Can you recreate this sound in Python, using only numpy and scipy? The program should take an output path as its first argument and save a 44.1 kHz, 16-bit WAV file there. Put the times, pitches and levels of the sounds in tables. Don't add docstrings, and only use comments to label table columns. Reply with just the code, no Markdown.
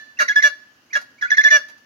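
import sys
import numpy as np
from scipy import signal
from scipy.fft import rfft, irfft, next_fast_len
from scipy.io import wavfile

SR = 44100
rng = np.random.default_rng(int(sys.argv[2]) if len(sys.argv) > 2 else 0)


def store_wav(level_fs):
    pcm = np.round(np.clip(np.atleast_2d(level_fs), -1, 1) * 32767)
    wavfile.write(sys.argv[1], SR, pcm.T.astype(np.int16))


N = 81585
RUN_IN = SR // 4
TIME = np.arange(-RUN_IN, N) / SR
FFT_SIZE = next_fast_len(len(TIME) + SR)
BINS_HZ = np.maximum(np.fft.rfftfreq(FFT_SIZE, 1 / SR), 1)


def amp(db):
    return 10 ** (np.asarray(db) / 20)


def unit(x):
    return x / np.sqrt(np.mean(x ** 2) + 1e-20)


def per_bin(points):
    hz, value = np.transpose(points)
    return np.interp(np.log(BINS_HZ), np.log(hz), value)


def filtered(x, response):
    return irfft(rfft(x, FFT_SIZE) * response, FFT_SIZE)[..., :len(TIME)]


def noise(spectrum):
    return unit(filtered(rng.standard_normal(len(TIME)), amp(per_bin(spectrum))))


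def wobble(n, corner_hz=220):
    pole = np.exp(-2 * np.pi * corner_hz / SR)
    return unit(signal.lfilter([1], [1, -2 * pole, pole * pole], rng.standard_normal(n)))


def ramp(x):
    return np.sin(np.pi / 2 * np.clip(x, 0, 1)) ** 2


def window(start_s, length_s):
    where = np.abs(TIME - start_s - length_s / 2) < length_s / 2 + .05
    return where, TIME[where] - start_s


# t/s, hold/s, scoop/s, f/Hz, level/dB, sag over hold/dB, scoop/dB, low voice/dB, flutter/dB,
# rasp/dB, roughness/0-1
NOTES = [ (-.135, 0.063, 0.0091, 1750, -14.5, -3.5, -22, -14.5, -43, -24.5, 0.1),
         (0.198, 0.02887, 0.01182, 1708, -17, 11, -19.5, -3.5, -17, -25.5, 0.81),
         (0.294, 0.02393, 0.01532, 1683, -14, 5.5, -19.5, -41, -32.5, -41.5, .08),
         (0.361, 0.03363, 0.0067, 1717, -8.5, 4.5, -20, -17.5, -37.5, -42, 0.04),
         (0.437, 0.0394, 0.01765, 1725, -7.5, 8.5, -18, -4.5, -30, -28.5, 0.1),
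         (0.953, 0.02172, 0.0253, 1686, -14, 11, -23.5, -9, -24, -34.5, 0.77),
         (1.224, 0.0348, 0.01427, 1697, -17.5, 17.5, -30.5, -34, -23.5, -46.5, 0.48),
         (1.316, 0.02247, .016, 1732, -9, 8.5, -22, -35.5, -36.5, -43.5, 0.14),
         (1.381, .028, 0.01458, 1731, -7, 7, -18.5, -21.5, -45, -60, .05),
         (1.448, 0.03275, 0.01515, 1743, -7.5, 4, -17, -11, -40, -41.5, 0.13),
         (1.510, 0.0592, 0.00987, 1749, -9.5, 2.5, -18, -0.5, -31, -28, 0.24)]
WHISTLE_DB = [0.5, -18, -28, -35, -66, -51, -43, -75.5, -60]
# f/Hz, level/dB
RASP_SPECTRUM = [(200, -18.5), (450, -21.5), (650, 1), (850, -13.5), (1300, 4), (1650, 5), (2100, -4),
                 (2800, 2.5), (3100, -10), (3450, -5.5), (4400, 1), (5000, -17.5), (5800, 2.5), (6400, 0.5),
                 (7100, -8.5), (8500, -14.5), (9900, -27.5), (11200, -13), (12500, -25), (15000, -20),
                 (16000, -29.5)]
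HISS_SPECTRUM = [(600, -25.5), (1300, -19.5), (1720, 16), (2300, -13), (3100, -14), (4100, -3),
                 (5000, -14.5), (5500, -3), (5780, 7), (6050, 1.5), (6900, -15.5), (9000, -27.5),
                 (11200, -21), (16000, -34.5)]
RATTLE_SPECTRUM = [(200, -13.5), (350, -2.5), (600, -2.5), (1100, 0), (2000, -22.5), (8000, -53)]


def notes(attack_s=0.002786, release_db_per_s=1095, droop_hz_per_s=4825):
    out, throat = np.zeros((2, len(TIME)))
    hiss, rattle = noise(HISS_SPECTRUM), noise(RATTLE_SPECTRUM)
    for start, hold, scoop_s, hz, db, sag_db, scoop_db, low_db, flutter_db, rasp_db, rough in NOTES:
        where, t = window(start, hold)
        along, after_s = np.clip(t / hold, 0, 1), np.maximum(t - hold, 0)
        gate = ramp(t / attack_s + 1 / 4) * amp(-release_db_per_s * after_s)
        sag = amp(-sag_db * along ** 2)
        slack = (along / 0.6785 - 1) ** 2
        pressed = min(amp(low_db), 1)
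        bow_hz = 28.04 * ((2 * along - 1) ** 4 * (1 - 2 * pressed * along) - 1 / 5)
        droop_hz = droop_hz_per_s * after_s
        high = membrane(hz + bow_hz - pressed * (16.03 * (along - .5) + droop_hz), rough)
        low = membrane(.361 * hz - 20.9 * along ** 2 - droop_hz, rough)
        whistle = amp(db) * sag * tone(high, WHISTLE_DB, rough, overtone_gain=(gate * sag) ** 0.42)
        sidebands = amp(flutter_db + 5.5 * (along - .5)) * flutter(high, pressed, rough)
        undertone = amp(low_db - 14 * slack) * low_voice(high, low)
        throat[where] += gate * amp(rasp_db - slack) * rasp(high, low)
        out[where] += gate * (whistle + np.sqrt(2) * (sidebands + undertone))
        out[where] += amp(low_db - 40.5 - 599 * np.abs(t - hold)) * rattle[where]
        out[where] += amp(scoop_db) * scoop(t, scoop_s, hiss[where])
    return out + filtered(throat, unit(amp(per_bin(RASP_SPECTRUM))))


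def membrane(hz, rough, jitter=0.02103):
    offset = rng.random()
    trembling_hz = hz * (1 + jitter * rough * wobble(len(hz)))
    return 2 * np.pi * (offset + np.cumsum(trembling_hz) / SR)


def tone(phase, harmonics_db, rough, overtone_gain=1, shimmer_db=3):
    stack = sum(amp(db) * np.sin(k * phase) * (overtone_gain if k > 1 else 1)
                for k, db in enumerate(harmonics_db, 1))
    return np.sqrt(2) * stack * unit(amp(shimmer_db * rough * wobble(len(phase))))


def flutter(high, pressed, rough, rate_hz=254.71):
    beat = membrane(np.full(len(high), rate_hz), rough)
    return np.sin(high - beat) + amp(-9) * np.sin(high + beat) + amp(-23) * pressed * np.sin(beat)


MIX_ORDERS = [(0, 1), (1, -1), (0, 2), (1, 1), (2, -1), (2, -2), (3, -3), (3, -2), (2, 1), (3, -1), (2, 2),
              (4, -2), (3, 1), (4, -1), (5, -3), (7, -2)]
MIX_DB = [-29.5, -33, -33.5, -27.5, -29.5, -54, -49, -51, -38.5, -41.5, -46, -25.5, -38, -40.5, -50.5, -46]


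def low_voice(high, low):
    return sum(amp(db) * np.sin(k * high + m * low) for (k, m), db in zip(MIX_ORDERS, MIX_DB))


def rasp(high, low, puff_depth=0.63):
    buzz = unit(sum(np.sin(k * high + m * low + 2 * np.pi * rng.random())
                    for k in range(1, 10) for m in range(-2, 3)))
    puffs = rng.standard_normal(len(low)) * (1 + puff_depth * np.sin(low))
    return amp(-1.5) * buzz + amp(-6.5) * puffs


SCOOP_DB = [1, -21, -18]


def scoop(t, length_s, hiss, from_hz=2150, to_hz=1827.4, rough=0.645, rise_s=0.00837, fall_s=0.0038):
    hz = to_hz + (from_hz - to_hz) * np.clip(-t / length_s, 0, 1) ** 2
    envelope = ramp((t + length_s) / rise_s) * ramp(1 - t / fall_s)
    return envelope * (tone(membrane(hz, rough), SCOOP_DB, rough) + amp(-4.5) * hiss)


# t/s, length/s, start f/Hz, end f/Hz, level/dB
SLURS = [(.168, 0.0192, 2649, 2776, -42), (0.246, 0.024, 1848, 2048, -29.5),
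         (0.318, 0.022, 1884, 2218, -27.5), (0.399, 0.013, 1964, 2195, -24.5),
         (0.898, 0.03, 2041, 2629, -46), (1.178, 0.0268, 2120, 2454, -46.5),
         (1.263, 0.036, 2017, 2600, -41), (1.34, .018, 1885, 2245, -24), (1.407, 0.016, 1915, 2209, -19.5),
         (1.48, 0.01582, 1956, 2202, -17)]


def slurs(rough=0.496, harmonics_db=(-2, -20, -21.5, -46), hiss_db=-19.5):
    out, hiss = np.zeros(len(TIME)), noise(HISS_SPECTRUM)
    for start, length, from_hz, to_hz, db in SLURS:
        where, t = window(start, length)
        along = np.clip(t / length, 0, 1)
        phase = membrane(from_hz + (to_hz - from_hz) * along, rough)
        peep = tone(phase, harmonics_db, rough) + amp(hiss_db) * hiss[where]
        out[where] += amp(db) * np.sin(np.pi * along) * peep
    return out


# f/Hz, gain/dB
BILL_RESPONSE = [(60, -36), (250, -10.5), (500, 0), (7000, 0), (7700, -16), (8400, -5), (9700, -11),
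                 (10800, -1), (16000, 2)]


def bill(voice):
    return filtered(voice, amp(per_bin(BILL_RESPONSE)))


# t/s, level/dB
PECKS = [(0.862, -62.5), (1.003, -49), (1.014, -41.5), (1.106, -62.5), (1.686, -44.5), (1.697, -51),
         (1.78, -54.5)]
# f/Hz, level/dB
LITTER_SPECTRUM = [(200, -15), (700, 2.5), (1500, 5), (3000, -2.5), (6500, 2), (8000, -19.5), (12000, -8),
                   (16000, -23)]


def pecks(decay_db_per_s=787):
    envelope = sum((TIME > start) * amp(db - decay_db_per_s * np.abs(TIME - start))
                   for start, db in PECKS)
    return envelope * noise(LITTER_SPECTRUM)


# f/Hz, phase/rad
LEFT_LEAD = [(100, -3), (680, 0.25), (1050, 2.2941), (1280, 1.06), (1480, 4.5), (1670, 1), (1760, 2),
             (1980, 2.5), (2120, 0.837), (2400, 0), (2750, 0.98), (3050, -2.5), (3450, 1.44), (3900, 1.66),
             (4150, -2.5), (4600, 1), (5400, -2.69), (5750, -0.89), (6050, -3), (6400, 3), (7000, -3.01),
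             (9500, -1), (11000, 1.5), (16000, 2)]
# f/Hz, level/dB
BALANCE = [(600, -1), (1720, -2.34), (2400, -3.5), (2850, -4), (3450, 0.5), (5800, 1.5), (11000, 0)]


def direct_path(x):
    left = amp(per_bin(BALANCE) / 2) * np.exp(.5j * per_bin(LEFT_LEAD))
    return filtered(x, np.array([left, 1 / left]))


# f/Hz, gain/dB
YARD_RESPONSE = [(200, 9.5), (600, 5), (1100, 3), (1420, 1), (1720, 2), (2200, 2), (3400, 1), (4600, 13),
                 (5800, -1), (11000, 6.5), (16000, -2.5)]


def yard(x, first_echo_s=0.0063):
    t = TIME + RUN_IN / SR

    def tail(db, t60_s):
        scatter = rng.standard_normal(len(t)) * amp(-60 * t / t60_s) * (t > first_echo_s)
        return amp(db) * scatter / np.linalg.norm(scatter)

    echoes = [tail(-14.5, t60_s=0.1566) + tail(-24, t60_s=0.5725) for _ in range(2)]
    return filtered(x, rfft(echoes, FFT_SIZE) * amp(per_bin(YARD_RESPONSE)))


# f/Hz, level/dB
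AIR_SPECTRUM = [(30, -39), (50, -22.5), (80, -13), (110, -10), (170, -13.5), (255, -3.5), (400, -15),
                (620, -14.5), (900, -16), (1700, -12.5), (2300, -21), (2900, -13), (3500, -24),
                (5000, -20.5), (6700, -23), (7600, -37.5), (16000, -32)]


def air(db=-60.5, wide_above_hz=900):
    side = filtered(noise(AIR_SPECTRUM), BINS_HZ / np.hypot(BINS_HZ, wide_above_hz))
    return amp(db) * (noise(AIR_SPECTRUM) + side * np.array([[1], [-1]]))


def scene():
    birds = bill(notes() + slurs()) + pecks()
    return (direct_path(birds) + yard(birds) + air())[:, RUN_IN:]


def record(dry):
    return signal.sosfilt(signal.ellip(10, .1, 80, 15900, fs=SR, output="sos"), dry)


dry = scene()
out = record(dry)
store_wav(out)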